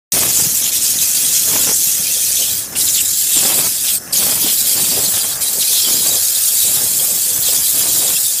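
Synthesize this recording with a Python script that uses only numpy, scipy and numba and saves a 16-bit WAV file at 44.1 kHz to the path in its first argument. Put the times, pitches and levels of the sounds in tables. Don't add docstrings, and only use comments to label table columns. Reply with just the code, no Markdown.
import sys
import numpy as np
from scipy import signal
from scipy.fft import rfft, irfft
from scipy.io import wavfile
from scipy.ndimage import uniform_filter1d
from numba import njit

SR = 44100
rng = np.random.default_rng(int(sys.argv[2]) if len(sys.argv) > 2 else 0)


def dump_mix(stems):
    frames = np.atleast_2d(stems).T
    limited = np.clip(frames, -1, 1)
    pcm = np.round(limited * 32767).astype(np.int16)
    wavfile.write(sys.argv[1], SR, pcm)


N = 370440
TIME = np.arange(N) / SR

# time_s, level_db
PUMP_LEVEL = [(0, -52), (4.0, -53), (8.4, -65)]
# pitch_hz, level_db
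WASH_SPECTRUM = [(100, 11), (300, -20), (520, 1), (750, 0.5), (1000, -6), (1400, 0.5), (1750, 2.5),
                 (2150, -11), (4500, -37), (15000, -23)]
# pitch_hz, width_hz, level_db
STEEL_MODES = [(281, 33, -7), (470, 40, -4), (1380, 300, -1), (1681, 77, 5.5), (2680, 66, -13),
               (5350, 79, 17), (6080, 220, 13), (8000, 200, -15), (11200, 260, -6)]
# pitch_hz, width_hz, level_db
CHANNEL_MODES = [(272, 110, -5), (411, 35, 1.5), (501, 99, 5.5), (626, 97, -5.5), (723, 54, -12.5),
                 (916, 110, -27)]
# pitch_hz, level_db
CHURN_SPECTRUM = [(45, -32), (65, -4), (95, -12), (140, -3.5), (200, -2.5), (290, -2.5), (450, -8),
                  (900, -27)]
# pitch_hz, level_db
ROAR_SPECTRUM = [(26, -17), (60, -7.5), (120, -7), (200, -2.5), (400, 0), (650, 0), (1000, -2), (1600, -6),
                 (2600, -4), (5000, -24)]
# pitch_hz, width_hz, level_db
KERF_MODES = [(3330, 330, -2.5), (4650, 490, -6.5)]
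# start_s, level_db, pitch_hz
BIG_BUBBLES = [(0.387, -13, 265), (0.465, -7, 147), (0.999, -15, 135), (1.714, -8, 432), (1.996, -14, 143),
               (1.87, -15, 160), (2.55, -16, 125), (3.368, -6, 274), (4.445, -3.5, 254), (4.83, -16, 235),
               (5.079, -11, 190), (7.387, -13, 136)]
# start_s, length_s, roar_db, churn_db, gurgle_db
JET_PLUNGES = [(0.125, .18, -27.5, -28.5, -37), (0.34, .12, -35, -32, -46), (1.468, .17, -29, -32, -52),
               (1.657, 0.039, -26.5, -29.5, -51), (3.344, 0.15, -32, -34, -52),
               (3.423, 0.18, -27.5, -36, -46), (3.58, 0.086, -31.5, -32.5, -50),
               (4.045, 0.085, -38, -53, -37), (4.167, 0.34, -28, -33.5, -55),
               (4.746, 0.32, -29.5, -30.5, -37), (5.276, 0.1, -43, -51, -50), (5.498, .12, -48, -43, -36.5),
               (5.68, .1, -50, -46, -40), (5.83, 0.33, -31.5, -33.5, -33), (6.632, 0.23, -37, -37, -37),
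               (6.89, 0.26, -40, -38.5, -42.5), (7.344, 0.036, -37, -41, -39),
               (7.503, 0.092, -36, -35, -51), (7.724, 0.24, -36, -36.5, -36.5),
               (7.928, 0.21, -34.5, -34.5, -35.5)]
# time_s, roar_db, churn_db, gurgle_db
SIMMER_LEVELS = [(.6, -44.5, -38, -61), (2.4, -59, -42, -38), (2.8, -40, -38, -50.5),
                 (3.1, -59, -41.5, -58), (4.6, -47, -38, -44), (5.2, -38, -45, -54.5), (6.4, -50, -48, -46),
                 (7.3, -41.5, -43.5, -48), (8.4, -50, -47, -49)]
# free_s, hold_s, closing_s, opening_s, depth_db
FOAM_COVERS = [(.56, 0.073, .04, .05, 2), (0.718, 0.0092, 0.0033, .002, 7),
               (2.035, 0.061, 0.026, 0.022, 2.5), (2.762, 0.098, 0.049, 0.023, 15),
               (3.845, 0.15, 0.029, .02, 2.5), (4.127, 0.14, 0.013, 0.0084, 19),
               (5.408, .016, 0.08, .014, 9), (5.597, 0.085, 0.075, .02, 4.5), (7.4, 0.12, 0.054, 0.044, 2),
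               (8.41, .03, 0.22, .01, 7.5)]
# time_s, pitch_hz
FOAM_OPENING = [(0, 1850), (1.5, 1990), (2.4, 2450), (3.1, 3070), (3.45, 2470), (4.9, 2500), (5.5, 3080),
                (8.4, 2500)]
# start_s, length_s, start_hz, end_hz, level_db
AIR_POCKETS = [(.34, 0.036, 6470, 7260, -15), (0.609, 0.07, 3620, 3260, -24.5),
               (.812, 0.017, 7300, 6860, -17), (0.982, .04, 4100, 3570, -22.5),
               (2.75, 0.027, 3420, 2380, -22.5), (2.803, 0.023, 5700, 4040, -22),
               (2.861, 0.042, 5000, 3120, -23), (2.882, 0.032, 7800, 5400, -14.5),
               (2.93, 0.028, 7350, 7000, -17), (2.936, .085, 4750, 2550, -19.5),
               (3.002, 0.027, 8250, 7560, -14), (3.325, 0.099, 3750, 3220, -20.5),
               (3.858, 0.054, 3950, 2940, -22.5), (3.885, 0.11, 8600, 8300, -17.5),
               (4.125, .012, 5200, 4400, -13), (4.167, .027, 6900, 6000, -13),
               (4.424, 0.1, 3700, 3200, -22.5), (5.128, 0.079, 3950, 3100, -23.5),
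               (5.405, 0.046, 10900, 7900, -19), (5.603, 0.036, 4400, 3000, -19),
               (5.729, .09, 3780, 4230, -19), (7.422, 0.095, 4800, 3020, -22.5)]
# pitch_hz, level_db
RASP_SPECTRUM = [(1200, -14), (2100, -10.5), (2550, 1.5), (2850, -7.5), (3300, 3), (3600, -2.5),
                 (3850, 2.5), (4300, 0.5), (5000, 3.5), (5800, -4.5), (7500, -36)]
# pitch_hz, level_db
HISS_SPECTRUM = [(2000, -8.5), (4000, -7), (5000, -4), (6000, -2), (8000, -7.5), (10500, -10), (12800, -12),
                 (14000, -15.5), (15300, -14)]
# time_s, pitch_hz, strength_db
AIR_GAP = [(0, 6000, -4.5), (2.3, 6300, -2), (2.8, 7240, -2), (3.05, 7460, 6.5), (3.6, 7300, -2.5),
           (4.4, 7400, -2.5), (5.0, 7550, 1), (5.8, 7100, -0.5), (7.0, 7480, 1.5), (8.4, 7270, 1)]
# time_s, tilt_db_per_octave
MIST_TILT = [(0.12, 2.5), (8.39, 5)]
# time_s, hiss_spread_db
SPRAY_SPUTTER = [(0, 1.44), (3.2, -0.1), (4.3, .5), (8.4, 0.3)]
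# time_s, hiss_db, rasp_db
JET_LEVELS = [(.13, -13, -29), (.8, -15.5, -29.5), (1.4, -13.5, -27.5), (1.9, -14, -29), (2.4, -14, -21.5),
              (3.1, -15.5, -28.5), (3.45, -13.5, -23), (4.4, -14.5, -24.5), (5.1, -13, -24),
              (5.8, -15, -22), (6.5, -14, -26), (7.15, -14.5, -28.5), (8.1, -12, -20.5)]


def undb(db):
    return 10 ** (np.asarray(db) / 20)


def unit(x):
    return x / np.sqrt(np.mean(x ** 2))


def curves(rows):
    times, *columns = np.transpose(rows)
    return [np.interp(TIME, times, column) for column in columns]


def spectrum_db(points, hz):
    points_hz, db = np.transpose(points)
    return np.interp(np.log(hz + 1), np.log(points_hz), db)


def colour(x, points):
    hz = np.arange(N // 2 + 1) * SR / N
    ends = np.minimum(hz / points[0][0], 1) * np.minimum(points[-1][0] / (hz + 1), 1)
    return unit(irfft(rfft(x) * undb(spectrum_db(points, hz)) * ends ** 2, N))


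def walk(rate):
    stride = max(int(SR / rate), 1)
    steps = rng.standard_normal(N // 32)
    joined = np.interp(np.arange(N) / stride + rng.random(), np.arange(len(steps)), steps)
    return unit(uniform_filter1d(joined, stride // 2 + 1))


def noise_bands(low_hz, count, spacing_hz):
    hz, white = np.arange(N // 2 + 1) * SR / N, rfft(rng.standard_normal(N))
    for centre in low_hz + spacing_hz * np.arange(count):
        yield centre, irfft(white * np.maximum(1 - abs(hz - centre) / spacing_hz, 0), N)


@njit
def resonate(x, hz, width_hz):
    out, band_state, low_state = np.empty(len(x)), 0., 0.
    for i in range(len(x)):
        tuning, damping = np.tan(np.pi * hz[i] / SR), width_hz / hz[i]
        band = (band_state + tuning * (x[i] - low_state)) / (1 + tuning * (tuning + damping))
        band_state, low_state = 2 * band - band_state, low_state + 2 * tuning * band
        out[i] = damping * band
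    return out


def resonate_twice(x, hz, width_hz):
    return resonate(resonate(x, hz, width_hz), hz, width_hz)


def ring(x, modes):
    return unit(sum(undb(db) * resonate_twice(x, np.full(N, float(hz)), 2. * width_hz)
                    for hz, width_hz, db in modes))


def add(out, start_s, sound):
    i = max(int(start_s * SR), 0)
    out[i:i + len(sound)] += sound[:max(N - i, 0)]


def impacts(rate, spread_db):
    blows = (rng.random(N) < rate / SR) * np.sign(rng.standard_normal(N))
    return unit(blows * undb(spread_db * np.clip(rng.standard_normal(N), -2, 2)))


def bubble(hz, cycles, rise):
    t = np.arange(int(cycles / hz * SR) + 1) / SR
    age = t * hz / cycles
    tone = np.sin(2 * np.pi * hz * t * (1 + rise * age / 2))
    return tone * np.exp(-np.log(100) * age) * (1 - np.exp(-2 * t * hz))


def reflections(x, short_s, long_s, echo_db, rate, count=6):
    out, power = x, 1
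    for lag_s in rng.uniform(short_s, long_s, count):
        gain = undb(echo_db) * np.tanh(walk(rate)) / np.sqrt(count)
        out = out + gain * np.roll(x, int(lag_s * SR))
        power = power + gain ** 2
    return unit(out / np.sqrt(power))


def machine_bed(wash_db=-41, steel_db=-38, pump_hz=70.8):
    steel = ring(rng.standard_normal(N), STEEL_MODES)
    wash = colour(rng.standard_normal(N), WASH_SPECTRUM) * undb(2.8 * walk(21))
    wash = reflections(wash, short_s=.00306, long_s=.01, echo_db=1, rate=8)
    pump_db, = curves(PUMP_LEVEL)
    pump = np.sqrt(2) * np.sin(2 * np.pi * pump_hz * TIME + .28 * walk(3.5))
    return undb(wash_db) * wash + undb(steel_db) * steel + undb(pump_db) * pump


def gurgle(wobble_db=6):
    return unit(ring(impacts(rate=500, spread_db=2), CHANNEL_MODES) * undb(wobble_db * walk(25)))


def churn(count=2200, low_hz=90, high_hz=700, spread_db=12):
    bubbles = np.zeros(N)
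    for when, pitch, force in rng.random((count, 3)):
        hz = low_hz * (high_hz / low_hz) ** pitch
        add(bubbles, when * N / SR, undb(spread_db * force) * bubble(hz, cycles=11.7, rise=.2))
    wash = impacts(rate=900, spread_db=14.5)
    return unit(colour(bubbles, CHURN_SPECTRUM) + colour(wash, CHURN_SPECTRUM))


def gulps(trim_db=-3):
    out = np.zeros(N)
    for start_s, level_db, hz in BIG_BUBBLES:
        add(out, start_s, undb(level_db + trim_db) * bubble(hz, cycles=3.6, rise=.051))
    return out


def roar(rush_db=-3, sputter_db=3):
    collapses = impacts(rate=700, spread_db=7) + undb(rush_db) * rng.standard_normal(N)
    collapses = reflections(collapses, short_s=.00183, long_s=.008, echo_db=-4, rate=14)
    return unit(colour(collapses, ROAR_SPECTRUM) * undb(sputter_db * walk(70)))


def plunge_gain(layer, attack_s, sag_db_per_s, release_s=.022):
    power = undb(curves(SIMMER_LEVELS)[layer]) ** 2
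    for start_s, length_s, *levels_db in JET_PLUNGES:
        age_s = np.maximum(TIME - start_s, 0)
        attack = np.minimum(age_s / attack_s, 1)
        held = undb(levels_db[layer] - sag_db_per_s * np.minimum(age_s, length_s))
        release = np.exp(-np.clip((age_s - length_s) / release_s, 0, 20))
        power = power + (attack * held * release) ** 2
    return np.sqrt(power)


def water(roar_db=3, churn_db=-2, kerf_db=1):
    kerf = ring(rng.standard_normal(N), KERF_MODES) * undb(kerf_db - foam_cover())
    roaring = plunge_gain(0, attack_s=.044, sag_db_per_s=27.5) * (undb(roar_db) * roar() + kerf)
    churning = plunge_gain(1, attack_s=.011, sag_db_per_s=5.5) * undb(churn_db) * churn()
    gurgling = plunge_gain(2, attack_s=.013, sag_db_per_s=0) * gurgle()
    return roaring + churning + gurgling + gulps()


def foam_cover(closing_power=1.17):
    loss_db = 0
    for free_s, hold_s, closing_s, opening_s, depth_db in FOAM_COVERS:
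        early = np.maximum(free_s - hold_s - TIME, 0) / closing_s
        intact = np.clip((free_s - TIME) / opening_s + .5, 0, 1)
        loss_db = loss_db + depth_db * intact / (1 + early) ** closing_power
    return loss_db


def foam_wave(delay_s=.086, width_s=.064):
    hardest_db = max(roar_db for _, _, roar_db, *_ in JET_PLUNGES)
    waves = [undb(roar_db - hardest_db) / (1 + ((TIME - start_s - length_s - delay_s) / width_s) ** 2) ** 2
             for start_s, length_s, roar_db, *_ in JET_PLUNGES]
    return np.max(waves, axis=0)


def foam_seal(lead_s=.025, width_s=.011):
    seals = []
    for start_s, _, start_hz, end_hz, _ in AIR_POCKETS:
        tightness = np.clip(2 * np.log2(start_hz / end_hz), 0, 1)
        seals.append(tightness * np.exp(-((TIME - start_s + lead_s) / width_s) ** 2))
    return np.max(seals, axis=0)


def pockets(width_hz=1200., trim_db=-1, spit_db=2, overtone_ratio=1.57, overtone_db=-5):
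    out = np.zeros(N)
    for start_s, length_s, start_hz, end_hz, level_db in AIR_POCKETS:
        n = int(length_s * SR)
        hz, air = np.geomspace(start_hz, end_hz, n), rng.standard_normal(SR)[:n]
        low = resonate_twice(air, hz, width_hz)
        high = resonate_twice(air, hz * overtone_ratio, width_hz * overtone_ratio)
        squelch = unit(low + undb(overtone_db) * high) * signal.windows.tukey(n, .4)
        add(out, start_s, squelch * undb(level_db + trim_db))
    return out * unit(undb(spit_db * walk(600)))


def rasp(eddy_db=4.5, eddy_rate=55, cut_db=10, slope_hz=900, wander_hz=180,
         wave_lift_hz=890, cover_hz_per_db=56):
    edge_hz = curves(FOAM_OPENING)[0] + wander_hz * walk(7.7)
    edge_hz += wave_lift_hz * foam_wave() + cover_hz_per_db * foam_cover()
    out = 0
    for hz, band in noise_bands(1200, count=21, spacing_hz=300):
        blocked = np.clip((edge_hz - hz) / slope_hz + .5, 0, 1)
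        out = out + band * undb(eddy_db * walk(eddy_rate) - cut_db * blocked)
    return colour(out, RASP_SPECTRUM)


def hiss(gap_width_hz=750, shadow_db=10, eddy_db=2.5, eddy_rate=48):
    gap_hz, gap_db = curves(AIR_GAP)
    tilt, = curves(MIST_TILT)
    out, power = 0, 0
    for hz, band in noise_bands(2000, count=24, spacing_hz=600):
        offset = (hz - gap_hz) / gap_width_hz
        shaping_db = gap_db / (1 + offset ** 2) - shadow_db * np.clip(-offset / 2, 0, 1)
        gain = undb(spectrum_db(HISS_SPECTRUM, hz) + shaping_db + tilt * np.log2(hz / 9000))
        out = out + band * gain * undb(eddy_db * walk(eddy_rate))
        power = power + gain ** 2
    return unit(out / np.sqrt(power))


def spray(hiss_trim_db=1.3, rasp_trim_db=2, surge_db=.5, spit_db=1.02, wave_db=2,
          hiss_seal_db=1, rasp_seal_db=6, rasp_sputter_ratio=2.5, rasp_cover_ratio=1.4):
    hiss_db, rasp_db = curves(JET_LEVELS)
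    sputter_db, = curves(SPRAY_SPUTTER)
    cover_db, seal = foam_cover(), foam_seal()
    hiss_loss_db = cover_db + hiss_seal_db * seal
    rasp_loss_db = rasp_cover_ratio * cover_db + wave_db * foam_wave() + rasp_seal_db * seal
    fine = reflections(hiss(), short_s=.001, long_s=.007, echo_db=-3.5, rate=40, count=8)
    coarse = reflections(rasp(), short_s=.001, long_s=.007, echo_db=-2.5, rate=30, count=8)
    fine *= undb(hiss_db + hiss_trim_db - hiss_loss_db + sputter_db * walk(35))
    coarse *= undb(rasp_db + rasp_trim_db - rasp_loss_db + rasp_sputter_ratio * sputter_db * walk(26))
    return unit(undb(surge_db * walk(90) + spit_db * walk(500))) * (fine + coarse)


def scene():
    return np.tile(spray() + pockets() + water() + machine_bed(), (2, 1))


def record(dry, ceiling=.79, start_s=.1205, top_hz=15300):
    rounded = dry / (1 + (dry / ceiling) ** 4) ** (1 / 4)
    low_pass = signal.ellip(10, .05, 55, top_hz, fs=SR, output="sos")
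    return signal.sosfiltfilt(low_pass, rounded * (TIME >= start_s))


dry = scene()
out = record(dry)
dump_mix(out)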